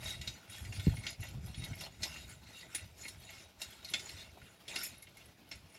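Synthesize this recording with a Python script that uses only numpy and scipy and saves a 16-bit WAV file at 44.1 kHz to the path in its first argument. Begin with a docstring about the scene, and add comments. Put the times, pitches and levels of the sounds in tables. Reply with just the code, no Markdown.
"""A steel hand rake is worked through dry, cloddy soil in an open field.
Crumbling clods are grainy noise, and grains of grit set the tines ringing in resonators.
Stones knock fading sine tones out of the steel; pebbles tick as short puffs of high noise.
Ground and hedge return a short tail, and the field adds a far, steady hush.
A light wind buffets the one microphone as low noise; a hard gust pops twice as falling tones."""
import sys
import numpy as np
from scipy import signal
from scipy.fft import rfft, irfft
from scipy.io import wavfile
from scipy.ndimage import uniform_filter1d

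SR = 44100
rng = np.random.default_rng(int(sys.argv[2]) if len(sys.argv) > 2 else 0)


def gain_from_decibels(decibels):
    """Convert decibel values to linear amplitude factors."""
    exponent = np.asarray(decibels, float) / 20
    return 10 ** exponent


def put_to_file(sound):
    """Save the sound as 16-bit audio at rate SR, in the file named by the first command-line argument."""
    columns = np.atleast_2d(sound).T  # one column per channel
    safe = np.clip(columns, -1, 1)
    whole_steps = np.round(safe * 32767)
    wavfile.write(sys.argv[1], SR, whole_steps.astype(np.int16))


N = 254898  # length [samples]


def evened(x):
    """Scales to an rms of 1."""
    return x / np.sqrt(np.mean(x ** 2) + 1e-20)


def read(points, hz):
    """Reads levels between listed points on a log-frequency axis."""
    f, value = np.transpose(points)
    return np.interp(np.log(hz + 1), np.log(f + 1), value)


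def add(mix, s, sound):
    """Mixes a sound in, starting at s seconds."""
    part = mix[round(s * SR):][:len(sound)]
    part += sound[:len(part)]


def humps(t, at_s, peak_db, rise_s, fall_s, rounding):
    """Sums the power of events that swell to a peak and sink away from it."""
    edge_db = -16  # one rise before or one fall after the peak
    late = t[:, None] - at_s
    distance = np.maximum(late / fall_s, -late / rise_s)
    level_db = peak_db + edge_db * distance ** rounding
    return (gain_from_decibels(level_db) ** 2).sum(axis=1)


def hiss(spectrum, size, patchy_db, flicker_db, colour_db=lambda hz, t: 0):
    """Builds noise from random short spectra, patchy and flickering; rms 1 before colour_db."""
    hop = size // 4
    frames, hz = N // hop + 5, np.fft.rfftfreq(size, 1 / SR)
    real, imaginary, patches = rng.standard_normal((frames, len(hz), 3)).T
    patches = uniform_filter1d(patches, size=5, axis=0)
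    patches = evened(uniform_filter1d(patches, size=16, axis=1))
    # all frequencies flicker together
    flicker = evened(uniform_filter1d(rng.standard_normal(frames), size=4))
    level_db = read(spectrum, hz)[:, None] + patchy_db * patches + flicker_db * flicker
    z = (real + 1j * imaginary) * gain_from_decibels(level_db)
    plain = signal.istft(z, nperseg=size, noverlap=size - hop)[1]
    z = z * gain_from_decibels(colour_db(hz[:, None], np.arange(frames) * hop / SR))
    coloured = signal.istft(z, nperseg=size, noverlap=size - hop)[1]
    return coloured[:N] / np.std(plain)


# Separate bites of the tines into the soil:
# (time of peak [s], level [dB], rise [s], fall [s], extra treble [dB])
BITES = [(0.08, -44.5, 0.086, 0.11, -2), (0.27, -54, 0.094, .17, -3.5), (0.53, -52.5, 0.061, 0.3, 0),
         (0.74, -51.5, 0.029, 0.077, -3), (0.87, -54, 0.18, 0.25, 1.5), (1.101, -47.5, 0.093, 0.052, -10),
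         (1.241, -51, 0.055, 0.092, -9), (1.48, -57.5, 0.11, 0.074, -1), (1.656, -52.5, 0.14, 0.12, -3),
         (1.821, -47.5, 0.074, 0.065, -0.5), (1.95, -64, .1, 0.071, -5), (2.039, -50, 0.045, 0.14, -1.5),
         (2.18, -52.5, 0.11, 0.13, -4.5), (2.3, -55.5, .04, 0.078, -0.5), (2.57, -54, 0.16, .13, -4.5),
         (2.75, -54, 0.071, 0.17, -0.5), (3.04, -52.5, 0.085, 0.12, -2), (3.23, -59.5, 0.074, 0.057, 4),
         (3.331, -53.5, 0.097, 0.15, -4), (3.62, -51.5, 0.031, 0.09, -3), (3.72, -56.5, 0.055, 0.11, 1),
         (3.93, -53, 0.11, 0.15, -0.5), (4.08, -55, 0.25, 0.25, -0.5), (4.2, -58, 0.21, 0.13, -4),
         (4.46, -67.5, 0.25, 0.19, 1.5), (4.688, -47.5, .012, 0.24, -10), (4.819, -47, 0.14, 0.13, -1),
         (5.0, -63, 0.069, 0.036, -6), (5.23, -65.5, 0.16, 0.12, -3.5), (5.53, -56.5, 0.038, 0.073, -10),
         (5.75, -63.5, 0.073, .2, -3)]


def drag_colour(hz, t):
    """The tines press and lift: each bite sets the level, with its own treble and a softer-swinging body."""
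    at_s, peak_db, rise_s, fall_s, treble_db = np.transpose(BITES)
    lifted_db, rounding = -75, 1.83  # lifted: tines clear of the soil

    def pressure_db(peaks_db):
        power = humps(t, at_s, peaks_db, rise_s, fall_s, rounding)
        return 10 * np.log10(power + gain_from_decibels(lifted_db) ** 2)

    level_db, top_db = pressure_db(peak_db), pressure_db(peak_db + treble_db)
    high = np.clip((hz - 7000) / 2000, 0, 1)
    low = np.clip((1700 - hz) / 500, 0, 1)
    # in touches below -53.5 dB the body sinks only 0.6 dB per dB of level
    body_db = 8.0 - 0.4 * np.minimum(level_db + 53.5, 0)
    return level_db + high * (top_db - level_db + 2.5) + low * body_db


# Tone of crumbling clods: (frequency [Hz], relative level [dB])
SOIL = [(180, -12), (300, 1.5), (485, -28), (663, -4), (1110, -15.5), (2220, 4), (3300, -5.5), (3640, -2.5),
        (8190, -8.5), (11000, -17.5), (15600, -23)]


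def soil():
    """Dry clods crumble along the tines: a grainy, flickering hiss that follows the bites."""
    return gain_from_decibels(-4.5) * hiss(SOIL, size=256, patchy_db=4.5, flicker_db=2.5, colour_db=drag_colour)


# Ways the steel head rings: (frequency [Hz], width [Hz], relative level [dB])
STEEL = [(1445, 116, -5), (1981, 49, -4.5), (2170, 72, -1.5), (2750, 55, -0.5), (3060, 76, -6.5),
         (3340, 77, -3.5), (3526, 17, -12), (3793, 48, -1.5), (4210, 99, -0.5), (4700, 9, -23.5),
         (4900, 31, -14), (5020, 18, -14.5), (5410, 65, -2.5), (6020, 48, -7.5), (6430, 60, -13.5),
         (6930, 132, 1), (7430, 160, -2.5), (8300, 93, -32), (8730, 91, -43), (9000, 47, -14),
         (9240, 40, -15), (9720, 37, -6.5), (10600, 43, -10), (11000, 36, -16), (11400, 110, -9),
         (12800, 100, -14), (12700, 44, -25), (12200, 100, -19), (12970, 91, -11), (14300, 89, -23)]


def scrape(grit_per_s=380, spread_db=3.0, drift_db=5.5):
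    """Grit strikes each ringing tine at random; which tines touch most drifts with time."""
    t, tines = np.arange(0, N + 256, 256) / SR, np.zeros(N)
    colours_db = drag_colour(np.array(STEEL)[:, :1], t)
    for (hz, width, db), colour_db in zip(STEEL, colours_db):
        # one possible grain per 50 samples; grit_per_s decides how many strike
        draw, place, size, sign = rng.random((N // 50, 4)).T
        strikes = draw < grit_per_s * 50 / SR
        strength = gain_from_decibels(spread_db * np.minimum(-np.log(size + 1e-9), 4))
        drift = evened(uniform_filter1d(rng.standard_normal(len(t)), size=14))
        contact = np.interp(place * N / SR, t, gain_from_decibels(colour_db + drift_db * drift))
        force = strikes * strength * np.sign(sign - 0.5) * contact
        grit = np.bincount((place * N).astype(int), force, N)
        # a two-pole resonator: the narrower the mode, the longer it rings
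        r = np.exp(-np.pi * max(width, 8) / SR)
        ring = signal.lfilter([1, 0, -1], [1, -2 * r * np.cos(2 * np.pi * hz / SR), r * r], grit)
        tines += gain_from_decibels(db) * ring
    return gain_from_decibels(-21.0) * tines


# Strength of the breeze on the microphone: (time [s], level [dB])
BREEZE = [(0.0, -49.5), (0.08, -50), (0.3, -50.5), (0.45, -72), (0.62, -53.5), (1.0, -41), (1.15, -64.5),
          (1.35, -46.5), (1.52, -59), (1.58, -40), (1.74, -47.5), (1.88, -55), (2.3, -53), (2.45, -63),
          (3.3, -62.5), (3.6, -67), (4.2, -57), (4.62, -72), (4.78, -61.5), (5.46, -70.5), (5.55, -57),
          (5.78, -80)]
# Buffets standing out of the breeze: (time of peak [s], level [dB])
BUFFETS = [(0.21, -42), (0.31, -55), (0.5, -55), (0.63, -47.5), (0.709, -40), (0.79, -41.5), (0.903, -35.5),
           (0.933, -50), (1.212, -41.5), (1.381, -37.5), (1.451, -36), (1.5, -41.5), (1.71, -37),
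           (1.86, -50), (2.011, -43), (2.12, -47), (2.25, -45), (2.85, -54), (3.18, -55), (3.69, -52),
           (4.15, -47.5), (4.43, -57), (5.65, -56)]
# Tone of the wind: (frequency [Hz], relative level [dB])
RUMBLE = [(12, -45), (20, -20), (42, -14), (91, 6), (151, -8.5), (229, -16), (483, -33), (603, -37),
          (660, -35), (700, -23.5), (910, -50), (1540, -120)]


def wind():
    """Turbulent air makes a lumpy low rumble: a breeze with short buffets on top."""
    t = np.arange(0, N + 64, 64) / SR
    buffets = humps(t, *np.transpose(BUFFETS), rise_s=0.029, fall_s=0.025, rounding=1.7)
    breeze = gain_from_decibels(np.interp(t, *np.transpose(BREEZE))) ** 2
    strength = np.interp(np.arange(N) / SR, t, np.sqrt(breeze + buffets))
    return hiss(RUMBLE, size=1024, patchy_db=1.0, flicker_db=2.5) * strength


# Tone of the field: (frequency [Hz], relative level [dB])
FIELD = [(88, -52), (150, 3.5), (463, -7), (798, -7.5), (1070, -11.5), (2190, -14), (2420, -9.5),
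         (5570, -16.5), (8220, -26), (11400, -21.5), (15600, -25.5)]


def field_hush():
    """The open field's faint background is a steady noise with small flickers."""
    return gain_from_decibels(-64) * hiss(FIELD, size=1024, patchy_db=2.0, flicker_db=2.5)


def hedge(x):
    """Ground and hedge return a short tail of sparse, fading echoes."""
    taps, at = np.zeros(SR // 5), np.arange(90, SR // 5 - 22, 22)
    # one echo of either sign at a random spot in each 22 samples
    taps[at + rng.integers(0, 22, len(at))] = rng.choice([-1., 1.], len(at))
    taps *= gain_from_decibels(-60 * np.arange(len(taps)) / SR / 0.097)  # 60 dB down in 0.097 s
    return signal.oaconvolve(x, taps / np.linalg.norm(taps))[:N]


# Stones against the tines:
# (time [s], level [dB], frequency of the struck tine [Hz], low-end tilt [dB], high-end tilt [dB])
KNOCKS = [(0.0347, -44, 2030, -10, 0), (0.2125, -33.5, 1960, -16.5, -17), (0.2734, -28, 3720, -24, -21.5),
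          (0.496, -45, 9720, -18, -1), (0.648, -40, 1980, -14, -15), (0.7222, -38, 2760, -1, -23),
          (0.7947, -34.5, 3280, -10.5, -20), (0.8607, -41, 2760, -12, -30), (0.9667, -38, 2250, -11, -26),
          (1.036, -36, 2170, -1, -8), (1.065, -27, 3140, -16.5, -36), (1.2286, -36, 2780, 7, -20),
          (1.5422, -38.5, 3260, -13, -25), (1.6374, -35, 3050, -19, -20), (1.73, -38.5, 2210, 2, -25),
          (1.8071, -34, 2620, -20, -26), (2.02, -37, 4210, -27, -10), (2.0302, -22.5, 5410, -19, -17),
          (2.292, -48, 9720, -15, 7), (2.646, -55, 1445, 8, -20), (2.7469, -25, 9720, -9.5, -1),
          (3.051, -38, 2200, 0, -21), (3.08, -35, 4210, -9, 0), (3.2894, -41, 2180, -6, -31),
          (3.6155, -28.5, 2750, -16.5, -5.5), (3.8455, -34.5, 4240, -24, -22),
          (3.8856, -38.5, 4160, -17, -20), (3.9357, -19.5, 3340, -11.5, -27), (3.9933, -35, 2020, -22, -16),
          (4.0912, -35, 4400, -18, -35), (4.1664, -44, 4240, -8, -22), (4.204, -42, 4240, -27, -30),
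          (4.415, -45.5, 1445, -3, -25), (4.679, -33.5, 3280, -19, -25), (4.7586, -25, 4900, -16, -20),
          (4.8394, -32.5, 7550, -28, 6), (4.858, -49, 4210, -15, -14), (5.024, -44.5, 2170, -15, -7),
          (5.068, -45, 3060, -5, -27), (5.1685, -46.5, 2150, -16, -14), (5.513, -31.5, 5410, -6.5, -14.5),
          (5.7467, -47, 5410, 0, -2)]


def knock(db, struck_hz, low_db, high_db, t60=0.077):
    """A stone rings all the steel's modes, the struck tine favoured, over a crunch of breaking soil."""
    t, (hz, width, mode_db) = np.arange(SR // 7) / SR, np.transpose(STEEL)
    chance, phase = rng.standard_normal(len(hz)), rng.random(len(hz))
    tilt = [(2000, low_db + 8.5), (4500, 0), (10000, high_db + 8.5)]
    # the lighter the knock, the more it stays on one tine
    nearness = np.exp(-(np.log(hz / struck_hz) / 0.088) ** 2)
    near_db = (0.5 - 0.39 * db) * nearness
    gains = gain_from_decibels(mode_db + read(tilt, hz) + near_db + 3.4 * chance)
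    # broad modes die sooner; t60 [s] is for a mode 60 Hz wide
    fade = gain_from_decibels(-60 * t / t60 * (width[:, None] / 60) ** 0.81)
    tones = np.sin(2 * np.pi * (hz[:, None] * t + phase[:, None]))
    rings = gains @ (fade * tones) / np.linalg.norm(gains)
    f = np.fft.rfftfreq(len(t), 1 / SR)
    crunch = irfft(rfft(rng.standard_normal(len(t))) * gain_from_decibels(read(SOIL, f) + read(tilt, f)), len(t))
    crunch = 0.43 * evened(crunch) * gain_from_decibels(-60 * t / (1.24 * t60))
    onset = np.minimum(t / 0.0032, 1)
    return gain_from_decibels(db - 4.0) * (rings + crunch) * onset


# Pebbles ticking: (time [s], level [dB], frequency [Hz])
TICKS = [(0.0423, -44, 10700), (0.511, -49, 11000), (0.7956, -48, 10600), (1.0645, -49, 10900),
         (1.1024, -42, 10900), (1.2048, -43.5, 11000), (1.236, -45, 11400), (1.286, -47.5, 11400),
         (1.4603, -46, 11000), (1.645, -41, 11000), (1.7534, -46, 11300), (1.8088, -41, 11200),
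         (2.0298, -55, 11300), (2.7447, -55, 10600), (3.0739, -51, 12700), (3.2, -53, 11300),
         (3.304, -48, 11300), (3.6037, -52, 12500), (3.616, -39, 10600), (3.705, -49, 11400),
         (3.8437, -48, 11400), (3.9, -41, 11100), (3.936, -37, 10100), (4.0941, -48, 11200),
         (4.68, -46, 10600), (4.756, -38, 10600), (4.7865, -36, 10600), (4.833, -30, 11400),
         (4.863, -36, 11400), (4.98, -51, 11100), (5.022, -40.5, 10900), (5.09, -58, 11200),
         (5.1696, -50, 11100), (5.257, -52, 11000), (5.49, -54, 11500), (5.553, -51, 11000),
         (5.74, -54, 11200)]


def tick(db, hz):
    """A pebble excites one broad, high resonance: a tiny puff of noise."""
    t = np.arange(SR // 20) / SR
    band = signal.butter(N=2, Wn=[hz * 0.96, hz * 1.05], btype="band", fs=SR)
    puff = evened(signal.lfilter(*band, rng.standard_normal(len(t))))
    fade = gain_from_decibels(-60 * t / 0.051)  # 60 dB down in 0.051 s
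    return gain_from_decibels(db - 5.5) * puff * fade * np.minimum(t / 0.0015, 1)


# One hard gust, striking twice:
# (time [s], level [dB], start frequency [Hz], end frequency [Hz], time to fall 60 dB [s])
POPS = [(0.8688, -12.5, 235, 139, 0.053), (0.8793, -13.5, 200, 60, 0.057)]


def pop(db, start_hz, end_hz, t60):
    """A gust hits the diaphragm: a few big swings that slow down and fade."""
    t = np.arange(SR // 3) / SR
    hz = end_hz + (start_hz - end_hz) / (1 + (t / 0.0017) ** 2)
    swings = np.sin(2 * np.pi * np.cumsum(hz) / SR)
    return gain_from_decibels(db - 60 * t / t60) * swings * np.minimum(t / 0.0019, 1)


def scene():
    """Adds up the rake, its echoes, the hush of the field and the wind."""
    rake = soil() + scrape()
    gusts = wind()
    hush = field_hush()
    for s, *row in KNOCKS:
        add(rake, s, knock(*row))
    for s, *row in TICKS:
        add(rake, s, tick(*row))
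    for s, *row in POPS:
        add(gusts, s, pop(*row))
    mono = rake + gain_from_decibels(-7.0) * hedge(rake) + hush + gusts
    return np.tile(mono, (2, 1))


def low_pass(x):
    """Removes everything above the highest recorded frequency."""
    return signal.sosfilt(signal.butter(12, 15760, fs=SR, output="sos"), x)


def record(dry):
    """One microphone feeds both channels and loses the lowest bass."""
    low_cut = signal.butter(N=2, Wn=42, btype="high", fs=SR)  # Wn in Hz
    mix = signal.lfilter(*low_cut, dry)
    return low_pass(mix)


dry = scene()
out = record(dry)
put_to_file(out)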